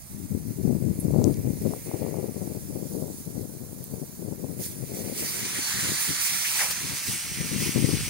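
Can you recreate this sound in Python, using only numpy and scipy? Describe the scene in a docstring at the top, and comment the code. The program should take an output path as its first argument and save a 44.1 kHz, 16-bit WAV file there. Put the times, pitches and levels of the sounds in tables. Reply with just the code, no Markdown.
"""A very hot metal ball melts its way into snow, outdoors, close to a camera with two microphone ports.
At first it fizzes thinly on a film of steam, with a soft simmer underneath. Then meltwater touches the
metal and boils, hissing and spitting in the hole. A few ice grains snap. Gusts of wind thud and flutter
on the exposed left port and rumble on the sheltered right one, over a soft outdoor background."""
import sys
import numpy as np
from scipy import signal
from scipy.fft import rfft, irfft, next_fast_len
from scipy.io import wavfile
from scipy.ndimage import uniform_filter1d

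SR = 44100
rng = np.random.default_rng(int(sys.argv[2]) if len(sys.argv) > 2 else 0)


def dump(signal):
    """Clip the signal to [-1, 1] and save it as 16-bit WAV at the path in sys.argv[1]."""
    limited = np.clip(np.atleast_2d(signal).T, -1, 1)
    pcm = np.round(limited * 32767).astype(np.int16)
    wavfile.write(sys.argv[1], SR, pcm)


N = 356769
TIME = np.arange(N) / SR
EDGE_HZ = 15800  # the sound is cut off above this
FRAME, HOP = 512, 128  # the hiss is built in short overlapping frames: length and step in samples
FRAME_S = np.arange(N // HOP + 5) * HOP / SR
BIN_HZ = np.fft.rfftfreq(FRAME, 1 / SR)


def steam(film_db=4, boil_db=4.5, waver_db=0.5, sputter_db=0.6, patchy_db=1.34):
    """The steam film fizzes and the meltwater boils, together making one sputtering hiss."""
    # tone of the fizz: (frequency [Hz], relative level [dB])
    film_colour = [(500, -44), (1500, -22), (2300, -15.5), (3800, -11), (4600, -10), (6000, -2.5),
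                   (7400, -3), (8800, 0), (10500, 0), (12000, 0), (14000, -0.5), (15600, 1)]
    # narrow bands where the camera body rings: (frequency [Hz], width [octaves], boost [dB])
    case_modes = [(4460, .07, 2.5), (6800, 0.035, 1), (9330, 0.05, 1.16)]
    t = FRAME_S[:, None]
    film, boil = steam_levels(t)
    film = film * amp(film_db + waver_db * wobble(frames=36)) * hiss_shape(read(film_colour, BIN_HZ))
    boil = boil * amp(boil_db) * hiss_shape(boiling_colour(t))
    gain = np.hypot(film, boil)
    sputter = wobble(frames=7)
    # small patches of time and frequency get randomly louder or softer
    patches = uniform_filter1d(rng.standard_normal(gain.shape), size=16, axis=0)
    patches = evened(uniform_filter1d(patches, size=7, axis=1))
    gain = gain * amp(peaks_db(case_modes) + sputter_db * sputter + patchy_db * patches)
    return hiss_at_ports(gain, t)


def steam_levels(t, dry_db=-9):
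    """How strong the fizz and the boiling are: both surge when the ball slips against fresh snow."""
    # fizz of the steam film, thicker once the ball sinks: (time [s], relative level [dB])
    film_levels = [(0, -49), (1.55, -47), (1.72, -44), (2.2, -47.5), (2.9, -45.5), (3.6, -48.5),
                   (4.5, -48.5), (5.14, -41.5), (5.19, -34), (5.55, -42.5), (6.5, -33), (6.8, -41.5),
                   (8.09, -43)]
    # boiling where water touches the metal: (time [s], relative level [dB])
    boil_levels = [(4.5, -71), (4.9, -55), (5.14, -48), (5.2, -40), (5.7, -32), (6.55, -32), (6.78, -35.5),
                   (7.12, -37), (7.4, -38), (7.7, -37), (8.09, -37)]
    # surges of steam: (start [s], length [s], relative fizz level [dB], relative boiling level [dB])
    surges = [(4.602, 0.061, -37, -52.5), (4.924, 0.084, -42, -58), (5.984, .07, -33, -36.5),
              (6.205, 0.071, -31.5, -41), (6.555, 0.065, -33, -31), (7.03, .1, -38, -39),
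              (7.58, 0.12, -38, -39)]
    film_holds = t < boil_levels[0][0]  # hardly any water reaches the metal yet
    film = amp(curve(film_levels, t)[0])
    boil = amp(curve(boil_levels, t)[0] + dry_db * film_holds)
    for start, length, fizz_db, boil_db in surges:
        surge = swell(t, start, length, rise_s=0.047, fall_s=0.1)
        film = np.hypot(film, amp(fizz_db) * surge)
        boil = np.hypot(boil, amp(boil_db) * surge)
    return film, boil


def boiling_colour(t):
    """The tone of the boiling, in dB, shifts as water pools and the ball sinks in its ringing hole."""
    # tone of water boiling on the metal: (frequency [Hz], relative level [dB])
    contact_colour = [(200, -33), (500, -23.5), (900, -12), (1500, -8), (2400, -8), (3100, -4.5),
                      (4000, -5), (5000, -5), (5900, -1), (7300, -2), (9000, -3), (11000, -5), (13000, -8),
                      (15600, -9.5)]
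    # tone of pooled water boiling: (frequency [Hz], relative level [dB])
    pool_colour = [(200, -23), (500, -21), (900, -9), (1500, -8), (2400, -1), (3100, 1), (4000, -2.5),
                   (5000, 0.5), (5900, 4.5), (7300, -3.5), (9000, 5), (11000, -5), (13000, -8.5),
                   (15600, -7)]
    # the hole around the ball: (time [s], share of boiling from pooled water [0-1], lowest ring [Hz])
    hole = [(4.6, 0., 2150), (5.2, 0.86, 2260), (5.7, 0., 1750), (6.1, 0.46, 1790), (6.5, 0.53, 2470),
            (6.9, 0.2, 2380), (7.35, 0.7, 2190), (8.09, 0.9, 2440)]
    # bands where the hole rings: (multiple of the lowest ring, width [octaves], boost [dB])
    hole_modes = [(1., 0.21, 3), (2.45, 0.11, 0.5)]
    pooled, hole_hz = curve(hole, t)
    water_db = (1 - pooled) * read(contact_colour, BIN_HZ) + pooled * read(pool_colour, BIN_HZ)
    ring_db = sum(db * hump(BIN_HZ, multiple * hole_hz, octaves) for multiple, octaves, db in hole_modes)
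    return water_db + ring_db


def steam_bursts(per_s=4000, spread_db=3, pop_share=0.28):
    """Tiny steam bursts pop in a smooth rush of vapour; gives one spectrum for each frame."""
    count = len(FRAME_S) * HOP
    pops = evened(random_kicks(count, per_s, spread_db))
    rush = rng.standard_normal(count)
    hiss = np.sqrt(pop_share) * pops + np.sqrt(1 - pop_share) * rush
    return signal.stft(hiss, nperseg=FRAME, noverlap=FRAME - HOP)[2].T[:len(FRAME_S)]


def hiss_at_ports(gain, t):
    """The two ports sit apart, so they hear nearly the same low hiss but different treble."""
    # where the ball lies: (time [s], left port boost [dB], direction [0 ahead, 1 to the side])
    aim = [(0, 2, 0.9), (4.6, 2, 1.), (5.7, 2.5, 1), (6.4, 1, 0.78), (6.9, 2.5, 0.54), (7.3, 2, 0.2),
           (8.09, 3.5, 0.)]
    # how alike the hiss is at the two ports: (frequency [Hz], likeness [0-1])
    likeness = [(500, 0.97), (1700, 0.84), (3300, 0.65), (4300, 0.6), (5200, 0.52), (6500, 0.4),
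                (7500, 0.74), (9000, 0.03), (13000, 0.05)]
    # how far the left wave leads with the ball to the side: (frequency [Hz], phase [radians])
    phase_aside = [(1000, 0), (2200, -0.7), (3000, -3.3), (4000, -6), (4500, -6.6), (5500, -8.8),
                   (6800, -11.3), (8200, -10.3), (10500, -12), (12000, -13.5), (15600, -22)]
    # the same with the ball straight ahead: (frequency [Hz], phase [radians])
    phase_ahead = [(1000, 0.2), (2500, 0.1), (3400, -0.1), (4300, 1.6), (5200, 0.1), (6200, -0.4),
                   (7000, -2), (7700, 0.6), (10000, -1), (15600, -2.7)]
    # tone of the left port against the right: (frequency [Hz], relative level [dB])
    left_colour = [(1100, -2), (2100, 2.5), (2700, -2), (3300, -8), (4600, -2.1), (5300, -3.5), (6500, -6),
                   (7400, -9.5), (8700, -2.5), (9800, -5), (11500, -11), (13000, -15.5), (15600, -4.5)]
    # narrow peaks and dips of the left port: (frequency [Hz], width [octaves], boost [dB])
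    left_ripple = [(1980, 0.051, 0.5), (3270, 0.1, 0), (7600, 0.043, -3.5), (11500, .05, -2),
                   (12500, .05, 3)]
    left_db, aside = curve(aim, t)
    right, unrelated = steam_bursts(), steam_bursts()
    alike = np.clip(read(likeness, BIN_HZ), 0, 1)
    left = alike * right + np.sqrt(1 - alike ** 2) * unrelated
    turn_aside = np.exp(1j * read(phase_aside, BIN_HZ))
    turn_ahead = np.exp(1j * read(phase_ahead, BIN_HZ))
    lead = np.angle(aside * turn_aside + (1 - aside) * turn_ahead)
    left = left * np.exp(1j * lead) * amp(read(left_colour, BIN_HZ) + peaks_db(left_ripple) + left_db)
    ports = gain * np.array([left, right])
    return signal.istft(ports.transpose(0, 2, 1), nperseg=FRAME, noverlap=FRAME - HOP)[1][:, :N]


def simmer(hz=2150, octaves=0.3, right_db=-5):
    """Vapour escapes through the narrow gap under the ball, which rings broadly."""
    # soft simmer under the ball: (time [s], level at the left port [dB])
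    levels = [(0, -66.5), (.8, -64.5), (1.25, -62), (1.55, -61.5), (2.0, -54.5), (2.3, -62.5), (2.7, -66),
              (3.2, -92), (4.4, -68), (5., -63)]
    vapour = noise_band(N, hz, octaves)
    return amp(curve(levels, TIME)[0]) * vapour * amp([[0], [right_db]])


def spits():
    """Steam spits out in puffs of noise that rise quickly and fall more slowly."""
    # puffs: (time [s], level [dB], pitch [Hz], width [octaves], rough length [s], left over right [dB])
    puffs = [(0.997, -35.5, 10300, 0.19, 0.024, -7), (4.63, -40.5, 5730, .5, 0.036, -2),
             (6.445, -35.5, 2150, 0.3, 0.041, 14), (6.586, -32, 1790, 0.3, 0.06, 12),
             (6.593, -38, 766, 0.47, 0.096, 4), (6.704, -29.5, 4000, 5.6, 0.025, 8),
             (7.077, -43, 8640, 0.18, 0.26, 18)]
    out = np.zeros((2, N))
    t = np.arange(SR // 4) / SR
    for start, db, hz, octaves, length, pan_db in puffs:
        puff = noise_band(len(t), hz, octaves) * rise_and_fade(t, peak_s=length / 4)
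        add(out, start, panned(puff, db, pan_db))
    return out


def ice_ticks():
    """A grain of ice snaps and rings for a few cycles."""
    # snaps: (time [s], level [dB], ring [Hz], time to peak [s], left over right [dB])
    snaps = [(1.242, -16.5, 6460, 0.00014, 8), (1.342, -30, 5570, 0.00014, 0),
             (3.8412, -19, 14300, 0.000062, -12)]
    out = np.zeros((2, N))
    t = np.arange(400) / SR
    for start, db, hz, peak_s, pan_db in snaps:
        ring = rise_and_fade(t, peak_s) * np.sin(2 * np.pi * hz * t)
        add(out, start, panned(ring, db, pan_db))
    return out


def wind(top_hz=1200, rise_s=0.046, fall_s=0.053):
    """Gusts ride on a breeze: big swirls of air thud, small ones flutter, the sheltered port rumbles."""
    # breeze between gusts: (time [s], relative level on the left [dB], on the right [dB])
    breeze = [(0, -55, -47), (.35, -45, -46), (.9, -29.5, -44), (1.1, -27.5, -36.5), (1.4, -26.5, -37),
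              (1.8, -40, -49), (2.2, -36, -57), (2.8, -35, -55), (3.2, -39.5, -53), (4.1, -42, -57.5),
              (4.9, -37, -55), (5.6, -44.5, -62), (6.5, -52, -57), (6.75, -43.5, -58), (7.2, -51.5, -59),
              (7.3, -39, -42), (7.75, -36.5, -52), (8.09, -36, -33)]
    # gusts on the exposed left port: (start [s], length [s], level [dB], small swirls against big [dB])
    gusts = [(0.112, .16, -34, -43), (0.31, 0.074, -23, -20.5), (.46, 0.04, -25, -26),
             (.58, 0.076, -23.5, -17), (0.664, 0.077, -18, -16), (0.812, 0.09, -21, -22),
             (1.042, 0.07, -20.5, -15), (1.137, 0.15, -17.5, -9.5), (1.448, 0.051, -21.5, -15),
             (1.622, 0.058, -21.5, -10.5), (1.712, 0.02, -34.5, 4.5), (1.874, .09, -32, -1),
             (1.999, 0.27, -30.5, -2), (2.344, 0.22, -33.5, -5), (2.71, 0.14, -33, -5),
             (2.916, .17, -31.5, -3), (3.262, 0.029, -32, -9), (3.345, 0.097, -29.5, -10),
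             (3.48, 0.34, -40, -9), (3.887, 0.14, -34, -8.5), (4.198, .13, -32, -7.5),
             (4.391, .13, -33, -8), (4.56, 0.067, -33, -7), (4.765, 0.087, -34.5, -11),
             (4.896, 0.22, -35, -2), (5.15, 0.098, -39, -0.5), (5.346, 0.019, -35.5, -2),
             (5.424, 0.029, -33, -9.5), (5.507, .11, -42, -5.5), (5.746, 0.089, -34, -16),
             (5.852, 0.071, -31.5, -8.5), (6.066, 0.057, -35, -14), (6.32, 0.029, -36.5, -23),
             (6.827, 0.1, -34, -15.5), (7.067, 0.075, -34, -21), (7.386, 0.038, -26, -16),
             (7.506, 0.17, -26, -17.5), (7.739, 0.21, -21.5, -16)]
    # stray gusts on the sheltered right port: (start [s], length [s], relative level [dB])
    stray_gusts = [(2.56, 0.17, -47), (3.016, 0.033, -45), (6.18, 0.065, -50), (6.42, 0.036, -48.5),
                   (6.66, 0.085, -50)]
    # tone of the wind on the left: (frequency [Hz], relative level [dB])
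    exposed_colour = [(15, -58), (25, -41), (86, -1), (139, 4), (192, 2.5), (401, -5), (528, -10),
                      (977, -31), (1500, -38.5), (1950, -69), (3300, -120)]
    # tone of the wind on the right: (frequency [Hz], relative level [dB])
    sheltered_colour = [(20, -43), (50, -1), (90, 0), (150, -2.5), (250, -16), (400, -33), (800, -60)]
    big, sheltered = amp(curve(breeze, TIME))
    small = big * amp(-16)  # small swirls are weak between gusts
    for start, length, db, small_db in gusts:
        gust = amp(db) * swell(TIME, start, length, rise_s, fall_s)
        big = np.hypot(big, gust)
        small = np.hypot(small, amp(small_db) * gust)
    for start, length, db in stray_gusts:
        sheltered = np.hypot(sheltered, amp(db) * swell(TIME, start, length, rise_s, fall_s))
    kicks = swirls(exposed_colour, top_hz, per_s=550, spread_db=3)
    thud = coloured(kicks, lambda f: 1 / (1 + (f / 360) ** 6))  # big swirls lie below 360 Hz
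    left = big * steady(thud, samples=3200) + small * steady(kicks - thud, samples=3200)
    rumble = swirls(sheltered_colour, top_hz, per_s=710, spread_db=1.5)
    right = amp(0.5) * sheltered * steady(rumble, samples=3000)
    return np.array([left * flutter(depth_db=1.98, hz=12.6), right * flutter(depth_db=2.5, hz=6.3)])


def swirls(colour, top_hz, per_s, spread_db):
    """Swirls of air cross a port as separate dull kicks of pressure."""
    kicks = random_kicks(N, per_s, spread_db)
    return coloured(kicks, lambda f: amp(read(colour, f)) / np.hypot(1, (f / top_hz) ** 4))


def flutter(depth_db, hz):
    """Swirls come in bunches: a gain that wanders about hz times a second."""
    return amp(depth_db * noise_band(N, hz, octaves=1))


def buffets():
    """One strong swirl of air sucks and then pushes on the left port."""
    # the hardest blows of the wind: (time [s], peak level [dB], main frequency [Hz])
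    blows = [(0.711, -16, 310), (0.84, -21, 273), (1.145, -17, 380), (1.162, -9, 298), (1.218, -17, 416),
             (1.652, -25, 418), (1.737, -20, 520), (1.915, -20.5, 473), (2.065, -21, 453),
             (2.143, -24, 487), (4.444, -21.5, 380), (7.761, -10.5, 243)]
    out = np.zeros((2, N))
    t = np.arange(-400, 400) / SR
    for middle, db, hz in blows:
        phase = 2 * np.pi * hz * t
        pressure = amp(db) * phase * np.exp((1 - phase ** 2) / 2)
        add(out, middle + t[0], np.outer([1, 0], pressure))
    return out


def air(level_db=-57.5, top_hz=3500):
    """A soft, steady outdoor background, separate in each port."""
    # tone of the background: (frequency [Hz], relative level [dB])
    colour = [(60, 0), (300, -2), (430, -5), (520, -1.5), (620, 3.5), (760, -2.5), (900, -1), (1200, -6.5),
              (1800, -8.5), (3000, -36)]
    gain = lambda f: amp(read(colour, f)) / np.hypot(1, (f / top_hz) ** 2)
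    return amp(level_db) * np.array([evened(coloured(rng.standard_normal(N), gain)) for _ in range(2)])


def amp(db):
    """Turns decibels into a gain."""
    return 10 ** (np.asarray(db) / 20)


def evened(x):
    """Scales x to an average (rms) level of 1."""
    return x / np.sqrt(np.mean(x ** 2) + 1e-20)


def steady(x, samples):
    """Evens out slow changes of level and leaves the fast lumps."""
    power = uniform_filter1d(uniform_filter1d(x ** 2, samples), samples)
    return x / np.sqrt(abs(power) + 1e-12)


def curve(rows, t):
    """Looks up each column of a table at the times t."""
    times, *columns = np.transpose(rows)
    return [np.interp(t, times, column) for column in columns]


def read(points, hz):
    """Looks up a table at the frequencies hz, with octaves evenly spaced."""
    f, value = np.transpose(points)
    return np.interp(np.log(hz + 1), np.log(f + 1), value)


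def hump(f, hz, octaves):
    """A bell curve around hz, with its width in octaves."""
    return np.exp(-.5 * (np.log2((f + 1) / hz) / octaves) ** 2)


def peaks_db(rows):
    """Adds narrow peaks and dips into one tone curve."""
    return sum(db * hump(BIN_HZ, hz, octaves) for hz, octaves, db in rows)


def hiss_shape(db):
    """Turns a tone curve into gains that keep the overall power the same."""
    gain = amp(db) * (BIN_HZ < EDGE_HZ + 300)
    return gain / np.sqrt(np.mean(gain ** 2, axis=-1, keepdims=True))


def coloured(x, gain):
    """Filters x by a gain that depends on frequency."""
    size = next_fast_len(len(x) + 2048)
    return irfft(rfft(x, size) * gain(np.fft.rfftfreq(size, 1 / SR)), size)[:len(x)]


def noise_band(count, hz, octaves):
    """Noise in one band around hz."""
    return evened(coloured(rng.standard_normal(count), lambda f: hump(f, hz, octaves)))


def random_kicks(count, per_s, spread_db):
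    """Clicks of uneven size at random moments."""
    size = amp(spread_db * np.minimum(rng.exponential(1, count), 4))
    return size * rng.choice([-1, 1], count) * (rng.random(count) < per_s / SR)


def wobble(frames):
    """A random drift, smoothed over this many frames."""
    return evened(uniform_filter1d(rng.standard_normal((len(FRAME_S), 1)), size=frames, axis=0))


def swell(t, start, length, rise_s, fall_s):
    """A level that rises around its start, holds, and dies away."""
    rise = np.clip((t - start) / rise_s + .5, 0, 1)
    return rise * np.exp(-2 * np.maximum(t - start - length, 0) / fall_s)


def rise_and_fade(t, peak_s):
    """A level that climbs to 1 at peak_s and then fades."""
    return t / peak_s * np.exp(1 - t / peak_s)


def panned(sound, db, pan_db):
    """Makes a sound stereo, with the left side pan_db above the right."""
    return amp(db + np.array([[pan_db], [-pan_db]]) / 2) * sound


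def add(mix, start_s, sound):
    """Mixes a stereo sound in at start_s."""
    part = mix[:, max(round(start_s * SR), 0):][:, :sound.shape[1]]
    part += sound[:, :part.shape[1]]


def scene():
    """The hot ball in the snow, with wind and outdoor air."""
    return steam() + simmer() + spits() + ice_ticks() + wind() + buffets() + air()


def record(dry):
    """Cuts off the very highest treble."""
    low_pass = signal.firwin(511, EDGE_HZ, window=("kaiser", 9), fs=SR)
    return signal.oaconvolve(dry, low_pass[None], "same")


dry = scene()
out = record(dry)
dump(out)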